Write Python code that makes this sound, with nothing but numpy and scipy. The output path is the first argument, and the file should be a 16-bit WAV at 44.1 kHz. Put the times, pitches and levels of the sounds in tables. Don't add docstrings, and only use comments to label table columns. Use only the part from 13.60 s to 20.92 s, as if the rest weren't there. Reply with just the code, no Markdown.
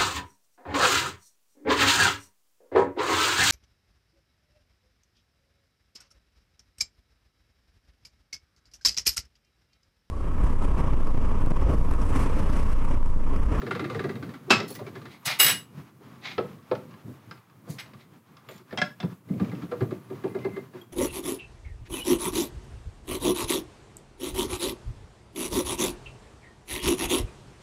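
import sys
import numpy as np
from scipy import signal
from scipy.fft import rfft, irfft, next_fast_len
from scipy.io import wavfile
from scipy.ndimage import uniform_filter1d, minimum_filter1d, map_coordinates

SR = 44100
rng = np.random.default_rng(int(sys.argv[2]) if len(sys.argv) > 2 else 0)


def log_audio(samples):
    frames = np.atleast_2d(samples).T
    limited = np.clip(frames, -1, 1)
    pcm = np.round(limited * 32767).astype(np.int16)
    wavfile.write(sys.argv[1], SR, pcm)


def how_loud(loudness_db):
    steps = np.asarray(loudness_db, float) / 20
    return 10 ** steps


N = 322944
T = np.arange(SR // 5) / SR


def unit(x):
    return x / np.sqrt(np.mean(x ** 2) + 1e-20)


def along(points, hz):
    f, v = np.transpose(points)
    return np.interp(np.log(hz + 1), np.log(f + 1), v)


def curves(rows, off=-140):
    s, *cols = np.transpose(rows)
    return [np.interp(np.arange(N) / SR, s, c, off, off) for c in cols]


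def noise(spectrum, size=N):
    m = next_fast_len(size)
    points = [(10, -120)] + list(spectrum) + [(spectrum[-1][0] * 1.5, -60)]
    gain = how_loud(along(points, np.fft.rfftfreq(m, 1 / SR)))
    return unit(irfft(rfft(rng.standard_normal(m)) * gain, m)[:size])


def wobble(rate, size=N):
    knots = rng.standard_normal(int(size * rate / SR) + 4)
    return map_coordinates(knots, [np.arange(size) * rate / SR])


def add(track, s, sound):
    track[round(s * SR):][:len(sound)] += sound


def ring(modes, scatter_db, attack=0.0018, rough_db=0):
    hz, db, t60 = np.transpose(modes)[:, :, None]
    db = db + rng.normal(0, scatter_db, db.shape)
    hz = hz * rng.normal(1, 0.00024, hz.shape)
    phase = rng.uniform(0, 2 * np.pi, hz.shape)
    flutter = np.repeat(rng.standard_normal((len(hz), len(T) // 256 + 1)), 256, axis=1)[:, :len(T)]
    db = db + rough_db * uniform_filter1d(flutter, size=256, axis=1)
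    partials = how_loud(db - 60 * T / t60) * np.sin(2 * np.pi * hz * T + phase)
    return partials.sum(0) * (1 - np.exp(-T / attack))


def burst(spectrum, t60, attack=0.00023):
    return noise(spectrum, size=len(T)) * how_loud(-60 * T / t60) * (1 - np.exp(-T / attack))


def thud(hz, swell, rough=0.32):
    u = T / max(swell, .003)
    near = noise([(hz * 0.2, -16), (hz * 0.66, -3), (hz, 0), (hz * 1.27, -5), (hz * 3, -22)], size=len(T))
    return (np.sin(2 * np.pi * hz * T) + rough * near) * u ** 2 * np.exp(2 - 2 * u)


# time in seconds, rumble in dB.
ROLLING = [(0, -39), (.37, -36), (.6, -42), (.85, -48.5), (1.3, -42), (1.6, -49.5), (2.2, -49),
           (2.49, -45.5), (2.7, -50.5), (3.5, -48), (4.0, -53), (4.3, -50), (4.95, -50.5), (5.6, -55),
           (5.85, -42.5), (6.45, -50), (6.8, -45.5), (7.33, -51.5)]
# frequency in Hz, level in dB per Hz.
RUMBLE = [(24, -40), (45, -31), (123, -1.5), (157, -6.5), (241, -8.5), (444, -18), (700, -28), (910, -51.5)]
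GRIND = [(290, -41), (500, -10.5), (1140, -1.5), (1460, -7.5), (1740, -9.5), (2370, -12.5), (7000, -26),
         (9100, -55)]
HISS = [(2500, -19), (5000, -6), (8000, -3), (12000, -0.5), (15500, -1)]
HISS_DB = -66.5
GRIND_DB, GRIND_FOLLOWS = -57, 0.39
BOOM_DB, BOOM_S, BOOM_HZ = -18, 0.073, 500


def background(metal):
    rumble_db, = curves(ROLLING, off=-50)
    width = int(BOOM_S * SR)
    low = uniform_filter1d(metal, SR // BOOM_HZ // 2)
    power_after = np.abs(uniform_filter1d(low ** 2, width, origin=(width - 1) // 2))
    boom = how_loud(BOOM_DB) * power_after ** 0.46
    rumble = (how_loud(rumble_db) + boom) * how_loud(2.9 * wobble(14)) * noise(RUMBLE)
    grind_db = GRIND_DB + GRIND_FOLLOWS * (rumble_db + 51) + 2.4 * wobble(25)
    return rumble + how_loud(grind_db) * noise(GRIND) + how_loud(HISS_DB) * noise(HISS)


# time in seconds, tick peak in dB, ring in Hz, thud in dB, thud in Hz.
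QUICK_TEETH = [(0.0175, -29, 1180, -32.5, 394), (0.0648, -27, 1750, -33.5, 470),
               (0.109, -16, 1400, -31, 390), (0.1501, -21, 1300, -34, 481), (0.194, -20, 2020, -33, 392),
               (0.242, -23, 1890, -31.5, 344), (0.299, -24, 1200, -35, 502),
               (0.3468, -23, 1890, -30.5, 454), (0.3924, -21.5, 1330, -29.5, 390),
               (0.4399, -25.5, 1930, -24.5, 393), (0.4915, -26.5, 1956, -26.5, 395),
               (0.5548, -33, 1180, -41, 464), (0.6258, -30, 1520, -33, 286), (0.691, -36.5, 1750, -48, 495),
               (0.7384, -32, 1205, -38.5, 269), (1.1904, -34, 974, -38.5, 596),
               (1.265, -32, 2270, -34.5, 384.5), (1.354, -31, 1730, -35, 389),
               (1.4157, -37, 1770, -51.5, 462), (1.4536, -28, 1810, -46, 355)]
LOADED_TEETH = [(5.6878, -43, 2060, -34.5, 283), (5.7978, -27, 770, -26, 292.5),
                (5.9148, -31.5, 2050, -29.5, 288), (6.019, -33.5, 1340, -36.5, 287),
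                (6.114, -26.5, 1340, -26, 485.6), (6.206, -24.5, 1180, -22, 382),
                (6.3074, -31, 1216, -29.5, 373), (6.5, -39.5, 1210, -29, 384),
                (6.6375, -29, 1660, -23, 382), (6.747, -31, 1180, -24, 390), (6.8468, -27, 796, -23, 390),
                (6.962, -29, 2070, -30, 390), (7.1356, -42, 1630, -35, 364)]
# frequency in Hz, level in dB, t60 in seconds.
FRAME = [(775, -9.5, 0.09), (1180, -0.5, 0.11), (1354, 0, 0.065), (1664, -2, 0.076), (2065, -8.5, 0.17),
         (2650, -12.5, .1), (3870, -11, 0.022), (4630, -22, 0.033)]
LOADED_FRAME = [(774, -3, 0.09), (1180, 2.5, 0.089), (1356, -4, 0.044), (1660, 0.5, 0.097),
                (2065, -10, 0.1), (2440, -16, .06), (2660, -16, .07)]
QUICK_TREBLE_DB, QUICK_SWELL_S = -19.5, 0.014
LOADED_TREBLE_DB, LOADED_SWELL_S = -24, .017
TREBLE_LAG = 0.35


def gears():
    out = np.zeros(N + SR)
    teeth = [(*row, QUICK_TREBLE_DB, QUICK_SWELL_S, FRAME, .0005) for row in QUICK_TEETH]
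    teeth += [(*row, LOADED_TREBLE_DB, LOADED_SWELL_S, LOADED_FRAME, .003) for row in LOADED_TEETH]
    for s, db, hz, thud_db, thud_hz, bright_db, swell_s, frame, attack_s in teeth:
        treble_db = bright_db - TREBLE_LAG * (db + 29.5)
        tick = 0.71 * burst([(500, -10.5), (1300, 1.5), (2200, -3.5), (3200, -16.5)], t60=0.096, attack=attack_s)
        tick += .55 * ring(frame, scatter_db=1.0, rough_db=4.5)
        tick += .9 * ring([(hz, 0, .07)], scatter_db=0.5, rough_db=3.5)
        treble = burst([(2500, -7.5), (3800, 1.5), (4800, -5.0), (5400, -12.0), (11000, -21.5)], t60=0.12)
        tick += how_loud(treble_db + 8.0) * treble
        add(out, s, how_loud(db - 9.5) * tick + how_loud(thud_db) * thud(thud_hz, swell_s, rough=0.42))
    return out


# time in seconds, peak in dB, pitch in Hz.
BUMPS = [(0.219, -24, 303), (0.356, -23, 112.3), (0.389, -28.5, 116), (0.875, -30.5, 381),
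         (0.927, -19.5, 218), (1.003, -24.5, 395), (1.027, -28, 392), (1.1, -30.5, 403), (1.209, -29, 397),
         (1.665, -31.5, 133), (1.849, -26.5, 147), (2.169, -29.5, 137.5), (2.458, -41.5, 242),
         (2.838, -30, 188), (3.448, -30.5, 128.5), (3.479, -33.5, 247), (3.671, -34.5, 106.4),
         (4.093, -27.5, 153), (4.343, -35, 129), (4.949, -40, 187), (4.999, -43.5, 365), (5.228, -28, 200),
         (5.44, -17.5, 177.4), (5.477, -32, 181), (5.515, -36, 177), (5.701, -22.5, 189),
         (5.75, -28.5, 180), (5.811, -16, 193), (5.924, -23, 180), (6.03, -26.5, 174), (6.217, -15.5, 126),
         (6.32, -25.5, 326), (2.19, -33, 134), (2.405, -42, 399), (2.8, -27.5, 401), (2.838, -33.5, 484),
         (6.655, -26, 381), (6.93, -35, 198), (7.21, -43, 347)]


def bumps():
    out = np.zeros(N + SR)
    for s, db, hz in BUMPS:
        add(out, s, how_loud(db - 2.5) * thud(hz, swell=.011, rough=0.49))
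    return out


# time in seconds, peak in dB.
CLANK = [
    (0.897, -22),
    (0.904, -2),
    (0.918, -11.5),
]
# frequency in Hz, level in dB, t60 in seconds.
CLANK_MODES = [(390, -9.5, 0.22), (770, -12.5, .15), (1136, -11, 0.15), (1318, -9.5, 0.25),
               (1685, -9, 0.18), (2065, -9, 0.069), (2564, -5, 0.3), (2655, -6, 0.21), (3900, -12.5, 0.13),
               (4340, -24.5, 0.39), (5230, -11.5, 0.25), (6070, -30, .2), (7600, -26, 0.22)]
# frequency in Hz, level in dB per Hz.
CLANK_BURST = [(200, -3), (564, -11.5), (1380, -4.5), (2250, -13), (2600, -2.5), (2850, -10), (5300, -11.5),
               (15500, -43.5)]


def handle():
    out = np.zeros(N + SR)
    for s, db in CLANK:
        clank = 0.4 * ring(CLANK_MODES, scatter_db=1.5, attack=0.003, rough_db=3.0)
        clank += 1.17 * burst(CLANK_BURST, t60=0.055, attack=0.0044)
        tail = burst([(400, -1.5), (1500, 1.5), (3500, -3.5), (5500, -8.5), (8000, -29)], t60=0.24, attack=0.0016)
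        add(out, s, how_loud(db - 4.5) * (clank + 0.25 * tail))
    return out


# time in seconds, peak in dB, ring in Hz, thud in dB, thud in Hz.
KNOCKS = [
    (2.78, -19.5, 1292, -25.5, 390),
    (3.1131, -26, 1150, -24, 495),
    (4.075, -56, 780, -47.5, 550.5),
    (4.887, -30, 2190, -47.5, 620),
    (4.908, -40, 3470, -46, 390),
    (5.1259, -34, 1755, -37, 197),
    (5.4287, -32, 982, -34.5, 204),
]
# time in seconds, peak in dB, ring in Hz, treble in dB re peak.
CLICKS = [(1.001, -21, 2550, -8), (1.151, -35.5, 3030, -1), (1.157, -34, 1970, -10), (2.931, -54, 1130, -8),
          (2.985, -46, 1120, -16), (3.025, -47, 1135, -8.5), (3.1509, -31.5, 1316, -15),
          (3.287, -55.5, 1074, -16.5), (3.3094, -43, 1040, -11), (3.3387, -40.5, 1032, -38),
          (3.711, -31.5, 1580, -9.5), (3.7742, -42.5, 1180, -32.5), (3.8975, -42, 1100, -17),
          (4.26, -41, 640, -27.5), (4.3346, -36, 1153, -24), (4.768, -37, 3400, -6), (4.979, -44, 3470, 0),
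          (3.362, -51, 1103, -20), (5.1083, -36, 1780, -25.5)]
# frequency in Hz, width in Hz, level in dB.
BENCH = [(382, 16.4, -1), (495, 19, 1), (668, 19, -8.5), (1326, 36, -7)]
KNOCK_TREBLE_DB, CLICK_THUD_DB, CLICK_THUD_HZ = -49, -20.5, 211


def knocks():
    out = np.zeros(N + SR)
    heavy = [(s, db, hz, KNOCK_TREBLE_DB, thud_db, thud_hz) for s, db, hz, thud_db, thud_hz in KNOCKS]
    light = [(s, db, hz, treble_db, db + CLICK_THUD_DB, CLICK_THUD_HZ) for s, db, hz, treble_db in CLICKS]
    for s, db, hz, treble_db, thud_db, thud_hz in heavy + light:
        hit = burst([(500, -17.5), (1300, -4.5), (2500, -8.0), (5000, -14.5)], t60=0.045, attack=.001)
        hit += how_loud(treble_db + 0.5) * burst([(3500, -16), (5000, 5.5), (9000, -18.0)], t60=0.033)
        hit += 0.25 * ring(FRAME, scatter_db=1.5, rough_db=7.0)
        hit += .8 * ring([(hz, 0, 150 / hz)], scatter_db=0, rough_db=4)
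        body = thud(thud_hz, swell=0.009, rough=0.57)
        body += 0.79 * burst([(250, -3.5), (500, 5.5), (900, -7.5), (1700, -15.5)], t60=0.144, attack=0.0019)
        bench = [(f, level_db, 2.3 / width) for f, width, level_db in BENCH]
        body += 0.7 * ring(bench, scatter_db=0.5, rough_db=1.5)
        add(out, s, how_loud(db - 7.5) * hit + how_loud(thud_db + 3.5) * body)
    return out


# time in seconds, peak in dB.
JINGLE = [
    (1.079, -36.5),
    (1.092, -40.5),
    (1.102, -35),
    (1.123, -41.5),
    (1.139, -40),
    (1.151, -36),
]
# frequency in Hz, level in dB, t60 in seconds.
JINGLE_MODES = [(4360, -2, 0.055), (6470, -25, 0.064), (9700, -10.5, 0.06), (11100, -2, 0.081),
                (12620, -7, 0.091), (14460, -18, .07), (15250, -4, 0.088)]


def jingle():
    out = np.zeros(N + SR)
    for s, db in JINGLE:
        rings = ring(JINGLE_MODES, scatter_db=3, attack=0.0023, rough_db=4.5)
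        grit = burst([(2500, -0.5), (4500, 4.0), (15500, -4.0)], t60=0.074, attack=0.0031)
        add(out, s, how_loud(db - 8.0) * (rings + 1.3 * grit))
    return out


# start in seconds, rise in seconds, length in seconds, level in dB, treble in dB re level.
SLIDES = [
    (1.474, .045, 0.16, -48, -11.5),
    (1.649, 0.013, 0.041, -34, 5),
    (1.65, 0.048, 0.15, -29, -13),
    (2.615, 0.042, 0.135, -35.5, -32),
    (2.685, 0.033, 0.091, -43, -24),
    (4.076, 0.026, 0.13, -59.5, 10.5),
    (4.357, 0.058, 0.1233, -53, -15),
    (4.892, .015, 0.19, -54, -4),
    (5.092, 0.035, 0.082, -54.5, -31),
]
# frequency in Hz, level in dB per Hz.
SCRAPE = [(450, -20.5), (750, -3.5), (1000, -8), (1250, -6), (1600, -9.5), (2150, 1), (2800, -8.5),
          (3900, -5), (5500, -16.5), (8000, -32.5)]
SHIMMER = [(3000, -14), (4400, 0.5), (5400, -6), (6400, -1.5), (7500, -5), (11000, -5), (15500, -10.5)]
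SLIDE_HOLD, SLIDE_RISE_DB, SLIDE_FALL_DB = 0.2, 21, 26.5


def slides():
    level, treble = np.zeros((2, N))
    for s, rise, length, db, treble_db in SLIDES:
        hold = rise + SLIDE_HOLD * (length - rise)
        points = [(s, -SLIDE_RISE_DB), (s + rise, 0), (s + hold, -3), (s + length, -SLIDE_FALL_DB)]
        stroke_db, = curves(points)
        level += how_loud(db + stroke_db)
        treble += how_loud(db + stroke_db + treble_db)
    grit = unit(how_loud(1.4 * wobble(300)))
    return grit * (level * noise(SCRAPE) + treble * noise(SHIMMER))


# start in seconds, length in seconds, start in Hz, end in Hz, level in dB.
SQUEAKS = [
    (1.596, 0.037, 13000, 11800, -62),
    (6.15, 0.15, 12300, 13500, -69),
    (6.411, 0.051, 10600, 10400, -67),
    (6.675, 0.0524, 10400, 10200, -68),
    (5.648, 0.2, 2065, 2065, -69),
    (6.455, 0.24, 2065, 2065, -67.5),
    (6.681, 0.13, 2065, 2065, -55),
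    (6.803, 0.092, 2065, 2065, -51),
    (6.911, .11, 2065, 2065, -56),
]


def squeaks():
    out = np.zeros(N + SR)
    for s, length, start_hz, end_hz, db in SQUEAKS:
        u = np.arange(round(length * SR)) / (length * SR)
        hz = (start_hz + (end_hz - start_hz) * u) * (1 + 0.011 * wobble(200, size=len(u)))
        level = how_loud(db + 5 * wobble(45, size=len(u))) * np.sqrt(np.sin(np.pi * u))
        add(out, s, level * np.sin(2 * np.pi * np.cumsum(hz) / SR))
    return out


# time in seconds, ring peak in dB,
# then clatter, low modes and top modes in dB re ring.
STRIP = [(1.7893, -22, -11, -10, 0), (1.794, -12, -11.5, -10, 0), (1.7981, -2.5, -13, -3, 0),
         (1.811, -7, -13.5, -4, 2), (1.8279, -7.5, -12.5, -4, 3.5), (1.8444, -11, -8.5, -5.5, 3),
         (1.8624, -8.5, -10.5, -3, -3), (1.8793, -11.5, -7, -8.5, -3), (1.8936, -12, -8.5, -5, -3),
         (1.909, -15.5, -11.5, -2.5, -3), (1.9264, -18.5, -15.5, -6, -10)]
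HELD_STRIP = [
    (1.6544, -24, -20.5, -3, -7),
    (1.6587, -27, -4.5, 3, -7),
    (1.6743, -27.5, 5.5, -1, -3.5),
    (1.7091, -38, 9, 1.5, -4),
    (4.184, -44.5, 11.5, -13, 2),
    (4.1963, -36, -3.5, 4, -1),
]
STRIP_HZ = [2866, 3879, 5050, 6345, 6605, 7812, 9246, 9392, 10802, 11138, 12450, 12999, 14186, 15035]
# level in dB, t60 in seconds.
STRIP_MODES = [(-3, 0.35), (-4, .13), (-9, 0.29), (-16, 0.22), (-14, 0.1), (-1.5, 0.17), (-13.5, .22),
               (-5, 0.28), (-10, 0.16), (-4, 0.29), (-15, .18), (-5, 0.34), (-0.5, .16), (-10.5, .12)]
# frequency in Hz, level in dB per Hz.
CLATTER = [(300, -12), (1200, -4), (2000, 3), (3200, -2), (5500, -5), (8000, -28)]
HELD_S = 0.015


def strip():
    out = np.zeros(N + SR)
    modes = np.column_stack([STRIP_HZ, STRIP_MODES])
    gaps = [*np.diff(np.transpose(STRIP)[0], append=np.inf), *[HELD_S] * len(HELD_STRIP)]
    for (s, db, clatter_db, low_db, top_db), gap in zip(STRIP + HELD_STRIP, gaps):
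        bounce = ring(modes[5:10], scatter_db=2.0, attack=0.0012)
        bounce += 0.6 * burst([(5000, 0), (8000, -0.5), (15500, -2.5)], t60=0.064)
        bounce += how_loud(low_db + 6.5) * ring(modes[:5], scatter_db=1.0, attack=0.0015)
        bounce += how_loud(top_db) * ring(modes[10:], scatter_db=2.0, attack=0.0012)
        choke = how_loud(-60 * np.maximum(T - gap, 0) / 0.06)
        clatter = burst(CLATTER, t60=0.12, attack=0.0025)
        add(out, s, how_loud(db - 13.5) * bounce * choke + how_loud(db + clatter_db) * clatter)
    return out


# time in seconds, peak in dB.
WASHER = [
    (4.887, -44.5),
    (4.91, -51),
    (4.94, -52),
    (4.96, -51),
    (4.978, -52),
]
# frequency in Hz, level in dB, t60 in seconds.
WASHER_MODES = [(2280, -4, .06), (3420, -2.5, 0.063), (4620, -9, .06), (7100, -1, .05), (13150, -2, 0.08),
                (14550, -7, .06)]


def washer():
    out = np.zeros(N + SR)
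    for s, db in WASHER:
        add(out, s, how_loud(db) * ring(WASHER_MODES, scatter_db=3.5, rough_db=2))
    return out


# time in seconds, peak in dB, own ring in Hz, own ring in dB.
CLACKS = [
    (5.1742, -20, 3240, 0),
    (5.184, -20, 2025, -3),
    (5.216, -13.5, 1672, 1.5),
    (5.4017, -26, 3530, -0.5),
]
# frequency in Hz, level in dB, t60 in seconds.
CLACK_MODES = [(595, -4, 0.16), (732, -2.5, 0.14), (1088, -10.5, 0.17), (1367, -2.5, 0.095),
               (1460, -9, 0.095), (1674, -1.5, 0.1), (2080, -3, 0.095), (2665, -12.5, 0.14),
               (3260, -11, 0.099), (3770, -20, 0.11), (4005, -9, 0.077), (4969, -40, 0.18)]


def clacks():
    out = np.zeros(N + SR)
    for s, db, hz, own_db in CLACKS:
        rings = 0.41 * ring(CLACK_MODES, scatter_db=2.0, attack=.001, rough_db=2.5)
        own = ring([(hz, 0, 150 / hz), (5250, -9, .04)], scatter_db=0.5, attack=0.00089, rough_db=3.0)
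        rings += how_loud(own_db) * own
        crack = burst([(500, -3), (1300, 0.5), (3000, -1.5), (5300, -8), (9000, -27.5)], t60=0.048)
        add(out, s, how_loud(db - 6) * (rings + 0.75 * crack))
        add(out, s, how_loud(db - 15.5) * thud(CLICK_THUD_HZ, swell=0.011, rough=0.7))
    return out


# time in seconds, peak in dB, ring in Hz.
RELEASES = [
    (5.7375, -51, 2220),
    (5.7809, -49, 2140),
    (5.845, -43, 2280),
    (5.8957, -45, 2300),
    (5.95, -41, 2620),
    (6.3476, -51, 2430),
    (6.5287, -55, 2190),
    (6.678, -44, 2400),
    (6.7883, -42, 2350),
    (6.892, -44, 2390),
]


def releases():
    out = np.zeros(N + SR)
    for s, db, hz in RELEASES:
        snap = burst([(1500, -12), (2400, 2), (3500, -8), (6000, -17)], t60=0.038)
        snap += 0.96 * ring([(hz, 0, .04)], scatter_db=1)
        add(out, s, how_loud(db - 5.5) * snap)
    return out


# frequency in Hz, level in dB, t60 in seconds.
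PIN = [(3275, 2, 0.07), (7200, -14, 0.0587), (11770, -6, 0.07)]
PIN_S, PIN_DB = 7.213, -43


def pin():
    out = np.zeros(N + SR)
    add(out, PIN_S, how_loud(PIN_DB) * ring(PIN, scatter_db=1))
    return out


# frequency in Hz, t60 in seconds.
SHOP = [(150, 0.63), (1000, 0.24), (4000, 0.26), (12000, 0.22)]


def shop(x):
    hz, t, z = signal.stft(rng.standard_normal(SR // 2), SR, nperseg=256)
    colour_db = along([(300, -10.5), (600, -7), (1000, -2)], hz)[:, None]
    decay_db = -60 * t / along(SHOP, hz)[:, None]
    tail = signal.istft(z * how_loud(colour_db + decay_db), SR, nperseg=256)[1]
    return signal.fftconvolve(np.pad(x, (300, 0)), tail / np.linalg.norm(tail))[:N]


def scene():
    machine = gears() + releases() + handle() + clacks() + squeaks()
    parts = bumps() + knocks() + jingle() + strip() + washer() + pin()
    metal = (machine + parts)[:N] + slides()
    return (metal + how_loud(-9.0) * shop(metal) + background(metal))[None]


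def gate(x, open_db=-38, slope=0.69, depth_db=11, hold_s=0.035, glide_s=0.075):
    level = np.abs(uniform_filter1d(x ** 2, int(0.054 * SR)))
    width = int(hold_s * SR)
    held = -minimum_filter1d(-level, width, origin=(width - 1) // 2)
    gain_db = np.clip(slope * (10 * np.log10(held + 1e-12) - open_db), -depth_db, 0)
    return x * how_loud(uniform_filter1d(gain_db, int(glide_s * SR)))


def top_cut(x):
    return signal.sosfilt(signal.butter(12, 16520, fs=SR, output="sos"), x)


def record(dry):
    top_hz, bass_cut_hz = 15830, 90
    hz = np.fft.rfftfreq(N, 1 / SR)
    in_band = hz < top_hz
    mic = in_band / np.sqrt(1 + (bass_cut_hz / (hz + 1)) ** 12) + in_band * how_loud(-42)
    mix = irfft(rfft(gate(dry[0])) * mic, N)[None]
    return top_cut(mix)


dry = scene()
out = record(dry)
log_audio(out)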